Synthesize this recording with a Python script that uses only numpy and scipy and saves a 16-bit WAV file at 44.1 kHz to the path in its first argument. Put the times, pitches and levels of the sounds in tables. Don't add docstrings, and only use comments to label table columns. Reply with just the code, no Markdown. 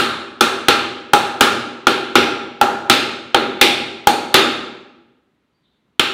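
import sys
import numpy as np
from scipy import signal
from scipy.fft import rfft, irfft
from scipy.io import wavfile
from scipy.ndimage import uniform_filter1d, map_coordinates

SR = 44100
rng = np.random.default_rng(int(sys.argv[2]) if len(sys.argv) > 2 else 0)


def elevation(decibels):
    levels = np.asarray(decibels, float)
    return 10 ** (levels / 20)


def unload_audio(sound):
    columns = np.transpose(np.atleast_2d(sound))
    steps = np.round(np.clip(columns, -1, 1) * 32767)
    wavfile.write(sys.argv[1], SR, steps.astype(np.int16))


N = 270333

# (frequency [Hz], t60 [s])
ROOM_DECAY = [(60, 0.81), (160, 1.2), (420, 1.003), (1100, 0.89), (2910, 0.82), (7680, 0.64), (14000, 0.36)]


def mallet(waves):
    # (time [s], force [dB], face snap over force [dB], joint modes over force [dB], tail pitch [Hz])
    blows = [(-.04, -15, 10, 6.5, 3730), (0.4091, -15.5, 9.5, 6, 3470), (0.6842, -14.5, 7.5, 8.5, 3220),
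             (1.1347, -16, 9.5, 4.5, 3250), (1.4087, -12, 9.5, 5, 3300), (1.8695, -14, 2.5, 4.5, 3370),
             (2.155, -11.5, 3, 5, 2100), (2.6134, -16.5, 3, -2, 2685), (2.8983, -13.5, 10, 10, 3360),
             (3.3458, -12.5, -6.5, 1.5, 3195), (3.6134, -12.5, 11.5, 11, 3560),
             (4.0717, -16, 10.5, 3.5, 3260), (4.3423, -10.5, 8, 7, 3510), (5.9957, -21.5, 9.5, 12.5, 3150)]
    # (middle modes over force [dB], bench thud [dB], favoured deep mode [Hz],
    # first crack over snap [dB])
    spots = [(.6, -24.5, 310, -13), (1.2, -31.5, 370, -13.5), (2.2, -24, 350, -11.5), (11, -29, 295, -1.5)]
    out = np.zeros(N + 4 * SR)
    for k, (s, *how) in enumerate(blows):
        levels, landing, contact = strike(spots[k % len(spots)], s, *how)
        direct, spread = blow(levels, landing, contact)
        echo = elevation(1) * room(spread, waves)
        start = SR + round((s - 0.0008) * SR)
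        out[start:start + len(direct)] += direct
        out[start:start + len(echo)] += echo
    return out[SR:SR + N]


def strike(spot, s, force_db, snap_db, joint_db, tail_hz):
    # (time [s], upper modes over force [dB], their favoured pitch [Hz], low knock [dB])
    looseness = [(0, 13, 1255, -4), (0.699, 10.5, 1320, -1.3), (1.3, 11.5, 1297, 2.4), (2.1, 7, 1370, -0.4),
                 (2.6, 11, 1380, -1.5), (3.5, 3.5, 1290, -2.5), (4.05, 6, 1237, -4.5), (4.35, 9, 1258, -5),
                 (6, 11.5, 1240, -12)]
    middle_db, thud_db, deep_hz, crack_db = spot
    times, *columns = np.transpose(looseness)
    upper_db, upper_hz, low_knock_db = [np.interp(s, times, c) for c in columns]
    levels = force_db + np.array([snap_db, 0, middle_db, upper_db, joint_db])
    face_hz = 2.5 * tail_hz
    landing = (thud_db, crack_db, deep_hz, upper_hz, tail_hz, face_hz)
    high_knock_db = -0.3 + 0.56 * levels[-1]
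    low_knock_hz, contact_s = 1370, 0.0049
    contact = (low_knock_db, low_knock_hz, high_knock_db, tail_hz, contact_s)
    return levels, landing, contact


def blow(levels, landing, contact):
    # (frequency [Hz], level [dB], t60 [s])
    bench_modes = [(45, -9.5, 0.027), (83, -5, 0.12), (124.5, -3.5, .12)]
    deep_modes = [(244.1, 0.5, 0.074), (339, 3, 0.042), (387, -3, 0.1), (491, -7.5, 0.11), (590, -5, 0.04)]
    middle_modes = [(817.9, -5, 0.075), (910, -8, .04)]
    upper_modes = [(1245, -2, 0.021), (1330.4, -0.5, 0.022), (1389.5, -2.5, 0.038), (1616, 1.5, 0.019),
                   (1753, -4, 0.02)]
    joint_modes = [(2143, 3.5, 0.014), (2463, 5.5, 0.014), (2744, 2, 0.019), (3130, -5, 0.013),
                   (3510, -4.5, 0.038), (3697, 0.5, 0.019), (4010, 2, 0.011), (4330, -5.5, .025)]
    brass_modes = [(3480, -21, 0.12)]
    rattle_hz = [40, 300, 810, 1050, 1350, 1900, 3200, 8000, 16000]
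    # (frequency [Hz], level [dB])
    beaming = [(100, 6), (240, -0.5), (400, 8.5), (810, 15.5), (1350, 6), (3500, 4)]
    snap_db, deep_db, middle_db, upper_db, joint_db = levels
    thud_db, crack_db, deep_hz, upper_hz, joint_hz, face_hz = landing
    groups = [
        (thud_db, bench_modes),
        (middle_db, middle_modes),
        (joint_db, brass_modes),
        (deep_db, favour(deep_modes, deep_hz, width_hz=110, depth_db=4)),
        (upper_db, favour(upper_modes, upper_hz, width_hz=75, depth_db=5)),
        (joint_db, favour(joint_modes, joint_hz, width_hz=300, depth_db=3)),
    ]
    modes = [(hz, db + group_db, t60) for group_db, group in groups for hz, db, t60 in group]
    t = np.arange(SR // 5) / SR
    f = np.fft.rfftfreq(len(t), 1 / SR)

    shades = [thud_db - 17.5, deep_db - 5, middle_db - 9, upper_db - 16, upper_db - 7,
              joint_db - 12, joint_db - 6, snap_db - 25, snap_db - 28]
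    face_db = 3 * np.exp(-(np.log((f + 1) / face_hz) / 0.16) ** 2)
    ripple_db = 2.2 * map_coordinates(rng.standard_normal(60), [f / 450])
    ripple_db = ripple_db * (f > 1800) / (1 + (f / 12000) ** 2)
    density = elevation(along(list(zip(rattle_hz, shades)), f) + face_db + ripple_db)
    rattle = irfft(rfft(rng.standard_normal(len(t))) * density, len(t))
    pressed = elevation(20.5) * np.exp(-(t / contact[-1]) ** 4)
    rattle = rattle * (elevation(7 - 60 * t / 0.01) + pressed)

    crack = elevation(snap_db + crack_db - 60 * t / 0.01) * np.diff(rng.standard_normal(len(t) + 2), 2)
    crack = crack * (1 - np.exp(-t / 0.0002))
    load = 1 - np.exp(-(t / 0.0008) ** 3)
    beamed = [(hz, db + along(beaming, hz), 0.64 * t60) for hz, db, t60 in modes]
    direct = (ring(beamed, t, spread_db=1) + rattle + knock(t, *contact)) * load + crack

    power = (elevation(38.5) * density) ** 2
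    for hz, db, t60 in modes:
        damping = np.log(1000) / t60
        power = power + (elevation(db) * SR / 2) ** 2 / (damping ** 2 + (2 * np.pi * (f - hz)) ** 2)
    bass_cut = (f / 75) ** 4 / (1 + (f / 75) ** 4)
    edges = bass_cut / (1 + (f / 15800) ** 90)
    return direct, causal(np.sqrt(power) * edges)


def favour(modes, near_hz, width_hz, depth_db):
    return [(hz, db - depth_db * (1 - np.exp(-((hz - near_hz) / width_hz) ** 2)), t60)
            for hz, db, t60 in modes]


def knock(t, low_db, low_hz, high_db, high_hz, length):
    tones = ring([(low_hz, low_db + 7.5, 0.06), (high_hz, high_db + 8, 0.04)], t, spread_db=0.5)
    return tones * np.exp(-(t / length) ** 4)


def ring(modes, t, spread_db):
    out = np.zeros(len(t))
    for hz, db, t60 in modes:
        decay = elevation(db + spread_db * rng.normal() - 60 * t / t60)
        out += decay * np.sin(2 * np.pi * (hz * t + rng.random()))
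    return out


def room(x, waves):
    # (frequency [Hz], level [dB])
    echo_colour = [(150, 0.5), (500, 8), (2000, 2), (4300, 4), (5200, 1.5), (9000, 2), (16000, -0.5)]
    hz, t, z = signal.stft(rng.standard_normal(len(waves)), SR, nperseg=256)
    z = z * elevation(along(echo_colour, hz)[:, None] - 60 * t / along(ROOM_DECAY, hz)[:, None])
    tail = signal.istft(z, SR, nperseg=256)[1][:len(waves)] + waves
    t = np.arange(len(tail)) / SR
    tail = tail * (1 + 0.75 * elevation(-60 * t / 0.21))
    tail = tail * (1 - np.exp(-(t / 0.00085) ** 2))
    return signal.fftconvolve(x, tail / np.linalg.norm(tail))


def standing_waves():
    # (frequency [Hz], level [dB])
    room_tones = [(90, -27.5), (126, -32.5), (238, -31.5), (338, -30.5), (384, -28), (462, -29), (592, -31),
                  (807, -28.5), (830, -31), (1240, -31.5), (1328, -33), (1381, -32), (1557, -35.5),
                  (1792, -33.5)]
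    t = np.arange(3 * SR // 2) / SR
    pairs = []
    for hz, db in room_tones:
        t60 = 1.12 * along(ROOM_DECAY, hz)
        pairs.append((hz, db, t60))
        pairs.append((hz + rng.uniform(-8.5, 9), db - 8, t60))
    fade = np.cos(np.pi / 2 * t / t[-1])
    return elevation(5) * ring(pairs, t, spread_db=1.6) * fade


def bird(waves):
    # (time [s], length [s], start pitch [Hz], end pitch [Hz], level [dB])
    whistles = [
        (5.519, .06, 4710, 4610, -75),
        (5.625, .06, 3850, 3560, -65),
        (5.617, 0.081, 3400, 3050, -72),
        (5.693, .1, 4144, 3300, -76),
    ]
    t, out = np.arange(N) / SR, np.zeros(N)
    for s, length, hz0, hz1, db in whistles:
        u = np.clip((t - s) / length, 0, 1)
        burr_hz = 60 + 0.55 * (hz0 - hz1)
        burr = burr_hz * unit(uniform_filter1d(rng.standard_normal(N), size=50))
        pitch = hz0 + (hz1 - hz0) * u + burr
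        out += elevation(db) * np.sin(np.pi * u) * np.sin(2 * np.pi * np.cumsum(pitch) / SR)
    return 0.5 * out + room(out, waves)[:N]


def hush():
    # (frequency [Hz], level [dB per Hz])
    hush_colour = [(25, -24.5), (60, -6), (250, -0.5), (700, -14), (1250, -13.5), (4000, -22.5),
                   (5000, -31), (16000, -42)]
    return elevation(-67) * coloured(hush_colour, N)


def unit(x):
    return x / np.sqrt(np.mean(x ** 2) + 1e-20)


def along(points, hz):
    f, v = np.transpose(points)
    return np.interp(np.log(hz + 1), np.log(f + 1), v)


def coloured(points, count):
    hz = np.fft.rfftfreq(count, 1 / SR)
    return unit(irfft(rfft(rng.standard_normal(count)) * elevation(along(points, hz)), count))


def causal(gain):
    cepstrum = irfft(np.log(gain + 1e-5))
    half = len(cepstrum) // 2
    cepstrum[1:half] *= 2
    cepstrum[half + 1:] = 0
    return irfft(np.exp(rfft(cepstrum)))


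def scene():
    waves = standing_waves()
    return (mallet(waves) + bird(waves) + hush())[None]


def top_cut(x):
    return signal.sosfilt(signal.butter(12, 16480, fs=SR, output="sos"), x)


def record(dry):
    knee = 11
    clipped = dry / (1 + np.abs(dry) ** knee) ** (1 / knee)
    band = signal.butter(12, 16000, fs=SR, output="sos")
    return top_cut(signal.sosfiltfilt(band, clipped))


dry = scene()
out = record(dry)
unload_audio(out)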